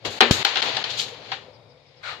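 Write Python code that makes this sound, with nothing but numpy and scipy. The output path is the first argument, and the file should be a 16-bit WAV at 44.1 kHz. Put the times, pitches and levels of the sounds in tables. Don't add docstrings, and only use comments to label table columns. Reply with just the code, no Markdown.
import sys
import numpy as np
from scipy import signal
from scipy.fft import rfft, irfft
from scipy.io import wavfile
from scipy.ndimage import uniform_filter1d

SR = 44100
rng = np.random.default_rng(int(sys.argv[2]) if len(sys.argv) > 2 else 0)


def wav_out(sig):
    wavfile.write(sys.argv[1], SR, np.round(np.clip(np.atleast_2d(sig).T, -1, 1) * 32767).astype(np.int16))


N = 97020
T = np.arange(N) / SR


# (time [s], crack [dB], wood
# body [dB], bass [dB], treble [dB], # board modes [dB], disc note [dB], disc note [Hz])
CLACKS = [(.049, -37, -22.5, 14.5, 9, -38, -39, 4520), (.2062, 2, -4, 7, -20, -17.5, -10.5, 4050),
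          (0.2109, -6.5, -18, 1, 2, -26, -16, 4150), (.2195, -10, -11, 14.5, -17, -26, -30, 4180),
          (0.3101, -6.5, -22, 12.5, 8, -36, -20, 4160), (0.4486, -3.5, -17.5, -25, 3, -31, -8.5, 4233),
          (.557, -15.5, -17.5, -7, -12, -30.5, -30, 3800), (.5703, -15, -18.5, -11, -2, -33, -22, 4250),
          (0.6184, -15, -32, 14, -3, -46, -32, 4120), (0.6254, -16, -21, 4.5, -3, -33.5, -16, 4360),
          (0.7683, -15, -22.5, -0.5, -3, -31, -18.5, 4710), (0.84, -15, -43, -21, 2, -39.5, -17, 4290),
          (0.9974, -26, -46, 7, -3, -39, -19, 4390), (1.3176, -29, -20, -5, -9, -36.5, -22, 4510)]
def clack(crack_db, body_db, bass_db, treble_db, ring_db, disc_db, disc_hz):
    t, brief = T[:32768], T[:2048]
    contact = amp(crack_db) * crack(brief, treble_db) + disc_modes(brief, disc_db, disc_hz)
    wood = amp(body_db) * wood_body(t, bass_db, treble_db) + board_modes(t, ring_db, bass_db, treble_db)
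    room = amp(-12.5) * np.hypot(amp(body_db), amp(crack_db - 6)) * room_tail(t, bass_db, treble_db)
    out = wood * rise(t, seconds=.002) + room
    add(out, 0, contact * rise(brief, seconds=.00033))
    return out


# (frequency [Hz], level [dB])
CRACK = [(100, -35), (400, -2), (800, -19), (1500, 6.5), (2200, -4), (3100, 11.5), (4300, 6.5),
         (5500, -1.5), (7000, -16), (9500, -44), (15000, -46)]
def crack(t, treble_db):
    envelope = fade(t, t60=.024) + amp(1) * fade(t, t60=.007)
    return noise(CRACK, len(t), treble_db=treble_db) * envelope


# (frequency [multiple of its note], level [dB])
DISC_MODES = [(0.722, -0.5), (.83, -8.5), (1, 1.5)]
def disc_modes(t, level_db, note_hz):
    modes = sum(amp(level_db + db) * sine(note_hz * ratio * t + rng.random((2, 1)))
                for ratio, db in DISC_MODES)
    return modes * fade(t, t60=.04)


# (frequency [Hz], level [dB])
WOOD = [(60, -48), (150, -44), (260, -20), (420, -3), (620, -8), (800, -3.5), (1300, 3), (2300, 3),
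        (3100, 2), (4200, 2.5), (5500, -16), (7000, -18.5), (9500, -53.5), (15000, -63)]
# (frequency [Hz], T60 [s])
WOOD_T60 = [(100, 0.56), (400, 0.27), (1200, 0.11), (3500, 0.17), (7000, 0.28), (14000, .1)]
def wood_body(t, bass_db, treble_db):
    return damp_bands(noise(WOOD, len(t), bass_db, treble_db), WOOD_T60)


# (frequency [Hz], level [dB], T60 [s])
BOARD_MODES = [(232.1, -16, 0.44), (398.2, -11, 0.24), (469.6, -7.5, 0.25), (870, -6, 0.14),
               (1026, -12, 0.08), (1230, -4.5, 0.14), (1461, -10.5, 0.14), (1759, -11, 0.34),
               (1820, -6, 0.38), (2886, 0, 0.27), (2900, -13, 0.27), (3154, -4.5, 0.41), (3410, -4.5, 0.44),
               (3745, -7, 0.24), (4130, -12.5, 0.13)]
def board_modes(t, ring_db, bass_db, treble_db, spot_db=3, spot_hz=6):
    out = np.zeros(len(t))
    for hz, db, t60 in BOARD_MODES:
        phase, spot, detune = rng.uniform(-.9, 1, 3)
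        gain = amp(ring_db + db + spot_db * spot) * shelves(hz, bass_db, treble_db)
        out += gain * fade(t, t60) * sine((hz + spot_hz * detune) * t + phase)
    return out


def board_resonance(friction, t60=.28):
    radius = fade(1 / SR, t60)
    gain = np.sqrt(2 * (1 - radius ** 2))
    return sum(amp(db) * gain * signal.lfilter([1], [1, -radius * np.exp(2j * np.pi * hz / SR)], friction)
               for hz, db, _ in BOARD_MODES).real


# (time [s], level [dB])
SWAYS = [(0.068, -37), (.312, -29.5)]
def thump(strike_s=.3099, start_hz=348, end_hz=81, sag_s=.0016, decay_s=.0015, knock_hz=588, sway_hz=93.4):
    out, t = np.zeros((2, N)), T[:SR // 2]
    hz = end_hz + (start_hz - end_hz) * np.exp(-t / sag_s)
    jolt = amp(7.5) * np.exp(-t / decay_s) * sine(np.cumsum(hz) / SR)
    knock = amp(-5.5) * fade(t, t60=.012) * sine(knock_hz * t)
    add(out, strike_s, -(jolt + knock))
    for s, db in SWAYS:
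        add(out, s, amp(db) * fade(t, t60=.38) * sine(sway_hz * t))
    return out


# (time [s], level [dB], frequency [Hz])
KNOCKS = [(.2062, -9.5, 767), (.4487, -17.5, 803), (.557, -27, 771), (.7688, -21.5, 775),
          (1.118, -34.5, 477), (1.3176, -23, 778), (1.472, -38, 507), (1.69, -45, 491)]
def frame_knocks(upper_ratio=1.145):
    out, t = np.zeros((2, N)), T[:16384]
    for s, db, hz in KNOCKS:
        modes = sine(hz * t) + amp(-7) * sine(hz * upper_ratio * t)
        add(out, s, amp(db) * rise(t, seconds=.0045) * fade(t, t60=.12) * modes)
    return out


# (time [s], rubbing [dB], rumble [dB])
SLIDE = [(.0, -55, -56), (0.038, -50, -48), (0.06, -32.5, -26.5), (.12, -34, -41), (.2, -32.5, -42.5),
         (.28, -32, -46), (.4, -23, -37), (0.441, -25, -40), (.46, -22, -80), (.51, -25, -71),
         (.54, -26.5, -46.5), (0.662, -22, -42), (.75, -25.5, -39.5), (.86, -28, -42), (.95, -33.5, -42.5),
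         (1.1, -38, -43), (1.2, -41.5, -43.5), (1.3, -38.5, -45.5), (1.46, -52, -47.5), (1.58, -60, -50),
         (1.74, -64, -53), (1.901, -57.5, -59.5), (2.1, -56.5, -53.5), (2.19, -61, -46)]
# (frequency [Hz], level [dB])
RUB = [(130, -42), (260, -11.5), (500, -4.5), (800, -0.5), (1200, -5), (2000, -1.5), (3300, 1), (4300, 1),
       (5600, -15), (7000, -19.5), (8400, -51.5), (15000, -42)]
RUMBLE = [(30, -17), (70, -10.5), (120, 7), (185, -4.5), (250, -5), (330, -4.5), (490, 3), (800, -3),
          (1400, -12.5), (4000, -47)]
def sliding():
    s, rub_db, rumble_db = np.transpose(SLIDE)
    envelope = amp(np.interp(T, s, rub_db))
    hiss = noise(RUB, N) * envelope + skids()
    ring = amp(-29) * board_resonance(envelope * rng.standard_normal(N))
    return hiss * grain() + ring + noise(RUMBLE, N) * amp(np.interp(T, s, rumble_db))


# (time [s], rise [s], T60 [s], level [dB], treble [dB])
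SKIDS = [(.048, 0.0096, 0.15, -26, -2), (0.099, 0.0094, 1, -43.5, 12.5), (0.309, 0.005, 0.39, -21.5, 8.5),
         (0.623, 0.0035, 0.37, -37.5, 8.5), (.893, 0.012, 0.49, -23, -14), (.966, 0.035, 0.22, -18, -2.5),
         (1.071, 0.018, 0.3, -41, -0.5)]
# (frequency [Hz], level [dB])
SKID_HISS = [(500, -33.5), (2000, -14.5), (3000, -4), (4100, 1), (5600, -11), (7000, -10.5), (8500, -30.5),
             (10500, -32.5), (13000, -28.5), (15000, -35)]
def skids():
    out, t = np.zeros((2, N)), T[:SR // 2]
    for s, rise_s, t60, db, treble_db in SKIDS:
        envelope = amp(db) * rise(t, rise_s) * fade(np.maximum(t - rise_s, 0), t60)
        add(out, s, noise(SKID_HISS, len(t), treble_db=treble_db) * envelope)
    return out


def grain(catches_per_s=900, decay_s=.011, spread_db=1.5):
    size = amp(spread_db * np.minimum(rng.exponential(1, N), 4))
    catches = size * (rng.random(N) < catches_per_s / SR)
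    power = signal.lfilter([1], [1, -np.exp(-1 / (decay_s * SR))], catches ** 2)
    return np.sqrt(.3 + .7 * power / power.mean())


# (time [s], level [dB])
DRAG = [(1.95, -110), (2.015, -53), (2.028, -54), (2.036, -36.5), (2.062, -32), (2.1, -30.5), (2.13, -33),
        (2.17, -41.5), (2.2, -46)]
# (frequency [Hz], level [dB])
DRAG_RUB = [(100, -12), (300, -34), (520, -4), (900, -4), (1350, -2.5), (1800, -2), (2300, 1.5),
            (2800, -5.5), (4200, -0.5), (5500, -17), (7300, -25), (9500, -46), (15000, -41.5)]
# (time [s], frequency [Hz], level [dB])
SCRAPE = [(2.03, 1432, -39), (2.046, 1478, -34), (2.095, 1342, -29), (2.17, 1220, -45)]
def striker_drag():
    rub = noise(DRAG_RUB, N) * amp(np.interp(T, *np.transpose(DRAG))) * np.sqrt(grain())
    s, hz, db = np.transpose(SCRAPE)
    envelope = amp(np.interp(T, s, db)) * (T > s[0]) * (T < s[-1])
    note = rough_note(np.interp(T, s, hz), half_width_hz=133) * envelope
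    return rub + amp(-21.5) * board_resonance(rub) + note


# (frequency [Hz], T60 [s])
ROOM_T60 = [(100, 0.94), (1000, 0.45), (4000, 0.35), (12000, 0.47)]
def room_tail(t, bass_db, treble_db):
    return damp_bands(noise(WOOD, len(t), bass_db, treble_db), ROOM_T60) * rise(t, seconds=.02)


# (time [s], level [dB])
CHIRPS = [(1.526, -52), (1.688, -53), (1.857, -55.5), (1.96, -54)]
def bird(length_s=.042, start_hz=5300, end_hz=4650, rasp_hz=240):
    out, t = np.zeros((2, N)), np.arange(0, length_s, 1 / SR)
    for s, db in CHIRPS:
        rasp = uniform_filter1d(rng.standard_normal(8192), size=40)[:len(t)]
        hz = np.linspace(start_hz, end_hz, len(t)) + rasp_hz * rasp / rasp.std()
        chirp = np.sqrt(abs(np.sin(np.pi * t / length_s))) * sine(np.cumsum(hz) / SR)
        room = rng.standard_normal((2, 8192)) * fade(T[:8192], t60=.06)
        room /= np.linalg.norm(room[0])
        add(out, s, amp(db) * signal.fftconvolve(chirp[None], room, axes=1))
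    return out


# (frequency [Hz], level [dB])
AMBIENCE = [(25, -4.5), (60, -7.5), (120, 7), (200, -12.5), (370, -23.5), (500, 8), (650, -8.5),
            (780, -15.5), (900, -18.5), (1550, -19.5), (2100, -7), (2470, -4), (2570, -20.5), (3400, -12),
            (3750, -4.5), (4250, -15), (5000, -7.5), (6000, -27), (9000, -42.5), (15000, -55.5)]
AMBIENT_TONES = [(124, -57.5), (2200, -67), (3745, -71.5)]
def background():
    broad = amp(-56.5) * noise(AMBIENCE, N)
    return broad + sum(amp(db) * rough_note(hz, half_width_hz=20)[0] for hz, db in AMBIENT_TONES)


# (frequency [Hz], correlation [0-1])
CORRELATION = [(30, 1), (120, 1), (400, 0.79), (750, 0.7), (1400, 0.1), (3000, 0.05), (12000, 0.079)]
def noise(spectrum, size, bass_db=0, treble_db=0):
    hz = np.fft.rfftfreq(size, 1 / SR)
    left, independent = np.exp(2j * np.pi * rng.random((2, len(hz))))
    alike = np.clip(at_frequency(CORRELATION, hz), 0, 1)
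    right = alike * left + np.sqrt(1 - alike ** 2) * independent
    gain = amp(at_frequency(spectrum, hz))
    gain /= np.sqrt(np.mean(gain ** 2) / size)
    return irfft(np.array([left, right]) * gain * shelves(hz, bass_db, treble_db), size)


def rough_note(hz, half_width_hz):
    white = rng.standard_normal((2, N)) + 1j * rng.standard_normal((2, N))
    slow = signal.sosfilt(signal.butter(2, half_width_hz, fs=SR, output="sos"), white)
    carrier = np.exp(2j * np.pi * np.cumsum(hz * np.ones(N)) / SR)
    return (slow / slow.std() * carrier).real


def damp_bands(x, t60_table):
    hz, t, bands = signal.stft(x, SR, nperseg=256)
    bands = bands * fade(t, at_frequency(t60_table, hz)[:, None])
    return signal.istft(bands, SR, nperseg=256)[1][:, :x.shape[1]]


def shelves(hz, bass_db, treble_db, bass_hz=551, treble_hz=5560):
    bass = 1 / (1 + (hz / bass_hz) ** 4)
    treble = 1 - 1 / (1 + (hz / treble_hz) ** 4)
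    return amp(bass_db * bass + treble_db * treble)


def at_frequency(table, hz):
    f, value = np.transpose(table)
    return np.interp(np.log(hz + 1), np.log(f + 1), value)


def amp(db):
    return 10 ** (np.asarray(db) / 20)


def sine(cycles):
    return np.sin(2 * np.pi * cycles)


def rise(t, seconds):
    return np.minimum(t / seconds, 1)


def fade(t, t60):
    return np.exp(-np.log(1000) * t / t60)


def add(mix, s, sound):
    part = mix[:, max(round(s * SR), 0):][:, :sound.shape[-1]]
    part += sound[..., :part.shape[1]]


# (frequency [Hz], gain [dB])
RIGHT_PORT = [(40, -12), (100, -7), (220, -7), (700, -7.5), (1400, -7.5), (3000, -11.5), (5500, -6),
              (9000, 7), (14000, -11)]
def scene():
    out = thump() + frame_knocks() + sliding() + striker_drag() + bird() + background()
    for s, *impact in CLACKS:
        add(out, s, clack(*impact))
    right_gain = amp(at_frequency(RIGHT_PORT, np.fft.rfftfreq(2 * N, 1 / SR)))
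    right = irfft(rfft(out[1], 2 * N) * right_gain)[:N]
    return np.array([out[0], right])


# (start [s], end [s], gain [dB])
DIPS = [(.191, 0.2061, -16), (0.431, 0.45, -13.5), (0.61, 0.6197, -9.5), (0.83, 0.8419, -10.5)]
def record(dry, low_cut_hz=43, high_cut_hz=15600):
    dip_db = sum(db * ((T > start) & (T < end)) for start, end, db in DIPS)
    dipped = dry * amp(uniform_filter1d(dip_db * 1., size=64))
    clipped = np.clip(dipped, -1, 1)
    low_cut = signal.butter(2, low_cut_hz, "high", fs=SR, output="sos")
    high_cut = signal.firwin(255, high_cut_hz, window=("kaiser", 8), fs=SR)
    return signal.oaconvolve(signal.sosfilt(low_cut, clipped), high_cut[None], "same")


dry = scene()
out = record(dry)
wav_out(out)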